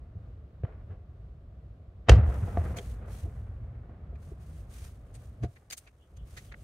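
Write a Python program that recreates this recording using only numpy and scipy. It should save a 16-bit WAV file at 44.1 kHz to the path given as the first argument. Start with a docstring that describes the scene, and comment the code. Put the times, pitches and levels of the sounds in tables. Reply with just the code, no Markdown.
"""Night, open stereo microphone, facing a far hill over the low rumble of a town; an earlier shell's roll dies away.
Small far thuds come first, then at 2.1 s a firework shell bursts high over the hill: crack, deep boom, bright
splash off nearby surfaces and a long roll over the land. Close by, clothing rustles in short strokes with soft
crackles, while a faint far hum slides upward. The recorder is bumped at 5.4 s, the low rumble sinks for half a
second, and faint chirps come near the end. Blasts and bump are shaped pulses and partials; most else is noise."""
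import sys
import numpy as np
from scipy import signal
from scipy.fft import rfft, irfft
from scipy.io import wavfile

SR = 44100
rng = np.random.default_rng(int(sys.argv[2]) if len(sys.argv) > 2 else 0)


def log_audio(samples):
    """Write samples as a 16-bit WAV file to the path given in sys.argv[1]."""
    # one column per channel
    frames = np.atleast_2d(samples).T
    # limit to full scale, then quantise
    limited = np.clip(frames, -1, 1)
    pcm = np.round(limited * 32767).astype(np.int16)
    wavfile.write(sys.argv[1], SR, pcm)


N = 292622
TIME = np.arange(N) / SR
BINS = np.fft.rfftfreq(N, 1 / SR)


def gain_of(db):
    """Decibels to amplitude."""
    return 10 ** (np.asarray(db) / 20)


def evened(x):
    """Scales to rms 1."""
    return x / np.sqrt(np.mean(x ** 2) + 1e-20)


def read(points):
    """A table over frequency, joined on a log axis."""
    hz, value = np.transpose(points)
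    return np.interp(np.log(BINS + 1), np.log(hz + 1), value)


def filtered(x, gain):
    """Applies a gain for each frequency."""
    return irfft(rfft(x) * gain, N)


def noise(spectrum, likeness):
    """Coloured stereo noise of rms 1, partly shared between left and right."""
    same = np.clip(read(likeness), -1, 1)
    mid_side = rfft(rng.standard_normal((2, N))) * np.sqrt([1 + same, 1 - same])
    mid, side = mid_side * gain_of(read(spectrum))
    return evened(irfft([mid + side, mid - side], N))


def wander(rate_hz):
    """A random drift of rms 1, up to the given rate."""
    return evened(filtered(rng.standard_normal(N), 1 / (1 + (BINS / rate_hz) ** 4)))


def flutter(rate_hz, depth_db):
    """A gain of rms 1 that wanders at random; the depth is the rms swing."""
    return evened(gain_of(depth_db * wander(rate_hz)))


def cloud(s, spread, tail=1.1):
    """A quick smooth rise to one moment, then a slower exponential fall."""
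    u = (TIME - s) / spread
    return np.exp(np.where(u < 0, -u ** 2 / 2, (1 - np.sqrt(1 + u ** 2)) / tail))


def swell(s, hold, rise, fade_db_per_s):
    """A smooth rise up to the moment s, a hold, then a steady fade."""
    rising = np.exp(-(np.minimum(TIME - s, 0) / rise) ** 2 / 2)
    return rising * gain_of(-fade_db_per_s * np.maximum(TIME - s - hold, 0))


def together(gains):
    """Unrelated sounds add in power."""
    return np.sqrt(sum(gain ** 2 for gain in gains))


def from_right(x, lag_s=.00018):
    """A sound from a little to the right reaches the left side slightly later."""
    return np.array([np.interp(TIME - lag_s, TIME, x), x])


DIP_S, DIP_END_S, DIP_DB = 5.486, 6.094, -12
DIP_FALL_S, DIP_RETURN_S = 0.058, 0.037  # time constants


def dip():
    """The gain of the low rumble, which sinks for half a second and then comes back."""
    sunk = 1 - np.exp(-np.maximum(TIME - DIP_S, 0) / DIP_FALL_S)
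    return gain_of(DIP_DB * sunk * np.exp(-np.maximum(TIME - DIP_END_S, 0) / DIP_RETURN_S))


# likeness of left and right for far sounds, roll and splash included: f/Hz, correlation
FAR_LIKENESS = [(50, 1), (120, 1), (300, 0.93), (650, 0.79), (1400, 0.09), (3000, 0.07), (7000, 0.35),
                (15000, 0.62)]
# spectrum of the far town: f/Hz, relative level/dB per Hz
TOWN_SPECTRUM = [(15, -31.5), (30, -10), (55, -1.5), (100, -6.5), (210, -22), (320, -25.5), (460, -27.5),
                 (700, -29.5), (830, -39.5), (1150, -37), (2000, -47), (4000, -55), (5500, -62.5),
                 (15500, -75)]
TOWN_DB = -47.5


def town():
    """Low far rumble with a faint hiss above it, as coloured noise."""
    return noise(TOWN_SPECTRUM, FAR_LIKENESS) * gain_of(TOWN_DB) * dip() * flutter(rate_hz=4.2, depth_db=0.7)


# glide of the faint far hum: t/s, pitch f/Hz, level/dB
HUM_GLIDE = [(3.25, 92, -75), (3.42, 104.4, -42.5), (3.598, 114.2, -48.5), (3.779, 120.2, -47),
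             (3.92, 130.6, -68.5), (4.1, 139.5, -52), (4.36, 151.1, -56.5), (4.7, 157.4, -62)]


def hum():
    """A faint far drone: one unsteady sine that slides upward."""
    s, hz, db = np.transpose(HUM_GLIDE)
    turns = np.cumsum(np.interp(TIME, s, hz)) / SR
    tone = np.sqrt(2) * np.sin(2 * np.pi * turns)
    heard = (TIME > s[0]) * (TIME < s[-1])
    return tone * gain_of(np.interp(TIME, s, db)) * flutter(rate_hz=8.6, depth_db=4.5) * heard


CHIRP_HZ, CHIRP_WIDTH_HZ, CHIRP_SPREAD_S = 3130, 710, 0.021
# faint high chirps, perhaps an insect: t/s, level/dB
CHIRP_TIMES = [(6.025, -72), (6.195, -69), (6.502, -71)]


def chirps():
    """Short swells of one narrow band of noise, a fuzzy whistle."""
    band = 1 / (1 + (2 * (BINS - CHIRP_HZ) / CHIRP_WIDTH_HZ) ** 4)
    whistle = evened(filtered(rng.standard_normal((2, N)), band))
    return whistle * sum(gain_of(db) * cloud(s, CHIRP_SPREAD_S) for s, db in CHIRP_TIMES)


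STROKE_RISE_S, STROKE_FADE_DB_PER_S = 0.0363, 228
SETTLE_DB, SETTLE_FADE_DB_PER_S = -16.5, 31.5  # the cloth settles softly after each stroke
# likeness of left and right for cloth close to the microphone: f/Hz, correlation
CLOTH_LIKENESS = [(600, 0.56), (1500, 0.065), (3000, 0.11), (6500, 0.33), (10000, 1)]
# spectrum of the cloth: f/Hz, relative level/dB per Hz
CLOTH_SPECTRUM = [(300, -28), (900, 4), (1800, 4), (3000, 2.5), (5200, -1), (6300, 2), (7600, -1.5),
                  (8900, 1.5), (10000, -3), (12500, -6.5), (15500, -12)]
# strokes of cloth on cloth: t/s, hold/s, level/dB
CLOTH_STROKES = [(2.305, 0.41, -62.5), (2.81, 0.1, -60), (3.132, 0.083, -59), (3.304, 0.09, -74),
                 (4.25, 0.053, -68), (4.442, 0.17, -67.5), (4.759, 0.106, -56.5), (5.105, 1.15, -79.5),
                 (5.224, 0.036, -67), (5.53, 0.053, -73), (5.82, 0.012, -67.5), (6.317, 0.15, -62.5),
                 (6.6, .04, -67.5)]


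def rustle():
    """Cloth slides on cloth close to the microphone: a fine hiss with a slight grain."""
    gains = []
    for s, hold, db in CLOTH_STROKES:
        gains.append(gain_of(db) * swell(s, hold, STROKE_RISE_S, STROKE_FADE_DB_PER_S))
        gains.append(gain_of(db + SETTLE_DB) * swell(s, hold, STROKE_RISE_S, SETTLE_FADE_DB_PER_S))
    return noise(CLOTH_SPECTRUM, CLOTH_LIKENESS) * together(gains) * flutter(rate_hz=100, depth_db=1.65)


RING_DB, RING_LAG_S = -3, .00036  # ring against its snaps; it comes later on the left
# likeness of left and right for the crackles: f/Hz, correlation
CRACKLE_LIKENESS = [(600, 0.52), (1500, 0.051), (6500, 0.1), (12000, 0.95)]
# spectrum of the snaps before each one's tilt: f/Hz, relative level/dB per Hz
CRACKLE_SPECTRUM = [(400, -3.5), (1000, -6), (1600, 3), (2200, 2.5), (3300, -3), (4600, -2.5), (5500, -9),
                    (6400, -1.5), (7800, -12), (8850, -9.5), (11000, -18), (15500, -27)]
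# soft crackles close to the microphone: t/s, level/dB, spread/s, tilt/dB per octave, ring f/Hz
NEAR_CRACKLES = [(2.772, -45, 0.0045, 5.5, 2150), (2.788, -42, 0.0039, -2, 3320),
                 (4.158, -64, 0.0042, -6, 2400), (5.153, -55, 0.0074, 3, 8800),
                 (5.44, -49.5, 0.0085, -2, 1422), (5.567, -56, 0.0044, -6.5, 2015),
                 (5.704, -43, 0.0016, 5, 4520), (5.71, -36, 0.00089, 4, 4700),
                 (5.716, -47.5, .002, 5, 2220), (5.727, -40.5, 0.0034, 6, 2250),
                 (5.733, -40.5, 0.005, 3.5, 6400), (5.78, -45.5, 0.0057, 8, 8850),
                 (5.877, -54, 0.006, -5.5, 2420), (6.172, -64, .0045, 3, 6500),
                 (6.379, -44.5, 0.0073, 0.5, 1920), (6.523, -48, 0.0038, -9, 1950),
                 (6.543, -42, 0.0021, -20, 1900)]


def crackles(pivot_hz=4000, left_db=0.2, waver=0.0793, waver_hz=300):
    """Short clumps of tiny snaps, some dull and some bright, each with one brief, unsteady ring."""
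    grain = noise(CRACKLE_SPECTRUM, CRACKLE_LIKENESS) * flutter(rate_hz=300, depth_db=2.0)
    pace = 1 + waver * wander(waver_hz)  # makes the ring's pitch unsteady
    lag = np.array([[RING_LAG_S], [0]])
    out, size = np.zeros((2, N)), 8192
    # the tilt is level from one octave below the pivot downward
    octaves = np.log2(np.maximum(np.fft.rfftfreq(size, 1 / SR), pivot_hz / 2) / pivot_hz)
    for s, db, spread, tilt_db, ring_hz in NEAR_CRACKLES:
        start = min(round(s * SR) - size // 2, N - size)
        near = slice(start, start + size)
        snaps = evened(irfft(rfft(grain[:, near]) * gain_of(tilt_db * octaves)))
        turns = ring_hz * (np.cumsum(pace[near]) / SR - lag)
        ring = np.sqrt(2) * np.sin(2 * np.pi * turns)
        out[:, near] += cloud(s, spread)[near] * gain_of(db) * (snaps + gain_of(RING_DB) * ring)
    return out * gain_of([[left_db], [-left_db]])


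ROLL_RISE_S = 0.016
# the burst's long roll over the land: start, then level and fade (dB per s) of its bass and its midrange
LAND_S, LAND_BASS_DB, LAND_BASS_FADE, LAND_MID_DB, LAND_MID_FADE = 2.13, -36, 4.65, -54, 3.96
# spectra of the roll, bass and midrange: f/Hz, relative level/dB per Hz
BASS_SPECTRUM = [(15, -39.5), (30, -20.5), (50, -5), (70, -1.5), (105, -8), (150, -19.5), (220, -20.5),
                 (400, -45), (900, -86)]
WASH_SPECTRUM = [(80, -22), (180, -3.5), (450, 3.5), (720, 0), (900, -4), (1400, -6), (2000, -12),
                 (3000, -23.5), (5000, -41.5), (9000, -55), (16000, -81.5)]
# groups of echoes that follow the blasts, the first from an earlier shell:
# t/s, hold/s, bass level/dB, midrange level/dB, fade/dB per s
ECHO_GROUPS = [(0, 0.058, -52, -67.5, 10), (0.66, 0.02, -58, -55.5, 71), (0.93, 0, -53.5, -67, 63),
               (2.113, 0.052, -19, -34, 110.5), (2.23, .53, -34.5, -45, 179), (3.027, 0, -43, -50.5, 66)]


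def roll(echoes_per_s=500, echo_db=-4):
    """Countless echoes merge into a deep rumble and a lumpy midrange wash."""
    low = [gain_of(LAND_BASS_DB) * swell(LAND_S, 0, ROLL_RISE_S, LAND_BASS_FADE)]
    middle = [gain_of(LAND_MID_DB) * swell(LAND_S, 0, ROLL_RISE_S, LAND_MID_FADE)]
    for s, hold, bass_db, mid_db, fade in ECHO_GROUPS:
        shape = swell(s, hold, ROLL_RISE_S, fade)
        low.append(gain_of(bass_db) * shape)
        middle.append(gain_of(mid_db) * shape)
    bass = noise(BASS_SPECTRUM, FAR_LIKENESS) * together(low) * dip() * flutter(rate_hz=9.8, depth_db=0.95)
    wash = noise(WASH_SPECTRUM, FAR_LIKENESS) * flutter(rate_hz=45, depth_db=1.5)
    arrivals = (rng.random(N) < echoes_per_s / SR) * rng.uniform(-0.61, 1, N)
    grain = evened(filtered(arrivals, gain_of(read(WASH_SPECTRUM))))  # the stronger single echoes
    midrange = evened(wash + gain_of(echo_db) * grain)
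    return bass + midrange * together(middle) * flutter(rate_hz=16, depth_db=1)


# spectrum of the nearby echoes just after the burst: f/Hz, relative level/dB per Hz
SPLASH_SPECTRUM = [(200, -18), (600, 0), (1500, -6), (3000, -3), (4500, 0), (7000, -11), (10000, -17.5),
                   (13000, -39), (15500, -52.5)]


def splash(s=2.096, db=-35, t60=0.18):
    """Nearby surfaces throw the crack back as a short, bright, grainy tail."""
    fall = (TIME > s) * gain_of(db - 60 * np.maximum(TIME - s, 0) / t60)
    return noise(SPLASH_SPECTRUM, FAR_LIKENESS) * fall * flutter(rate_hz=1100, depth_db=3.0)


UPPER_RATIO, UPPER_DB = 1.7, -15.5  # each thud carries a weaker, higher partial
# the low push of the burst, its echoes, smaller thuds and a bump of the recorder at 5.44 s:
# t/s at the crest, crest level/dB, pitch f/Hz, swell/s
LOW_THUDS = [(0.167, -30.5, 92, 0.017), (0.6417, -21, 102, 0.011), (0.915, -33.5, 90, 0.028),
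             (2.1032, -11, 98, 0.019), (2.12, -3, 63.3, 0.025), (2.1794, -18.5, 106.7, 0.031),
             (2.291, -19, 61, 0.022), (2.435, -22.5, 103.6, 0.019), (2.594, -21.5, 82, 0.029),
             (2.696, -26, 71.3, 0.0316), (3.243, -26.5, 83.7, 0.021), (4.321, -38, 378.6, 0.0059),
             (5.435, -27, 119.6, 0.036), (5.4459, -26.5, 74.4, 0.018)]


def thuds():
    """Far blasts, and a bump of the recorder near 5.44 s, are a few cycles that swell and die."""
    out = np.zeros(N)
    for s, db, hz, swell_s in LOW_THUDS:
        near = abs(TIME - s) < 1 / 4
        t = TIME[near] - s
        u = np.maximum(1 + t / swell_s, 0)
        upper = gain_of(UPPER_DB) * np.sin(2 * np.pi * UPPER_RATIO * hz * t)
        wave = np.cos(2 * np.pi * hz * t) + upper
        out[near] += gain_of(db) * (u * np.exp(1 - u)) ** 4 * wave
    return out


# resonances of the nearby walls, applied to all the sharp parts: f/Hz, width/Hz, level/dB over the direct sound
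WALL_RESONANCES = [(425, 25, 2.5), (498, 41, 5), (695, 32, 12.5), (1160, 27, -2), (1660, 200, -5),
                   (1960, 88, 1), (2710, 70, 4.5), (3020, 110, 5), (3660, 130, -7), (6260, 790, -2)]
# the sharp part of each report, and of the bump at 5.44 s, before it is dulled:
# t/s, shock level/dB, scattered level/dB, scatter spread/s, dull above f/Hz
SHARP_PARTS = [(0.636, -28.5, -37.5, 0.00086, 900), (0.65, -52, -42.5, 0.0027, 1260),
               (0.916, -66, -54.5, 0.017, 1370), (2.088, -26, -17, 0.0016, 2900),
               (2.0957, -2, -13, 0.0022, 6000), (2.0982, -14, -42, .002, 4560),
               (2.118, -11.5, -32.5, 0.019, 2580), (2.29, -27, -40.5, .003, 845),
               (2.482, -29.5, -40, 0.005, 860), (2.5731, -11.5, -32, 0.0027, 1030),
               (2.711, -30.5, -39.5, 0.004, 600), (2.784, -38, -39, 0.014, 436),
               (3.26, -57, -39, 0.016, 237), (3.895, -42, -46.5, 0.0053, 517),
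               (4.129, -43, -51, .0053, 490), (5.441, -23, -29, 0.0064, 400)]


def reports(low_hz=140, body_hz=700, wide_hz=900, width=0.52):
    """Each report, and the bump, is a steep shock inside a cloud of scattered sound; both are dulled."""
    hiss = rng.standard_normal((2, N))
    mid, side = evened(signal.lfilter(*signal.butter(1, body_hz, fs=SR), hiss))
    side = width * signal.lfilter(*signal.butter(1, wide_hz, "high", fs=SR), side)  # the bass stays central
    scatter = evened(np.array([mid + side, mid - side]))
    out = np.zeros((2, N))
    for s, shock_db, scatter_db, spread, dull_hz in SHARP_PARTS:
        near = abs(TIME - s) < 1 / 5
        u = np.maximum(TIME[near] - s, 0) * dull_hz / 2
        shock = (TIME[near] >= s) * (1 - u) * np.exp(-u)  # a push, then suction
        scattered = cloud(s, spread)[near] * scatter[:, near]
        wave = gain_of(shock_db) * shock + gain_of(scatter_db) * scattered
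        out[:, near] += signal.lfilter(*signal.butter(2, dull_hz, fs=SR), wave)
    ring = 1 + sum(gain_of(db) / (1 + 2j * (BINS - hz) / wide) for hz, wide, db in WALL_RESONANCES)
    return filtered(signal.lfilter(*signal.butter(2, low_hz, "high", fs=SR), out), ring)


def scene():
    """Rumble, blasts and the bump, with the small sounds on top."""
    background = town() + hum() + roll() + splash()
    strikes = from_right(thuds()) + reports()
    return background + strikes + chirps() + rustle() + crackles()


EDGE_HZ = 15760  # upper band limit
# colour of the microphone, with a hollow just under 1 kHz: f/Hz, level/dB
MICROPHONE_COLOUR = [(20, -5), (40, -1), (60, 0.5), (130, 0), (180, -0.5), (250, -2), (760, -1.5),
                     (970, -4.5), (1160, -1.5), (1500, -2.5), (12000, -1), (15500, 1)]


def record(dry):
    """The microphone's colour, then the recorder's band limit."""
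    coloured = filtered(dry, gain_of(read(MICROPHONE_COLOUR)))
    low_pass = signal.firwin(511, EDGE_HZ, window=("kaiser", 9), fs=SR)
    return signal.oaconvolve(coloured, low_pass[None], "same")


dry = scene()
out = record(dry)
log_audio(out)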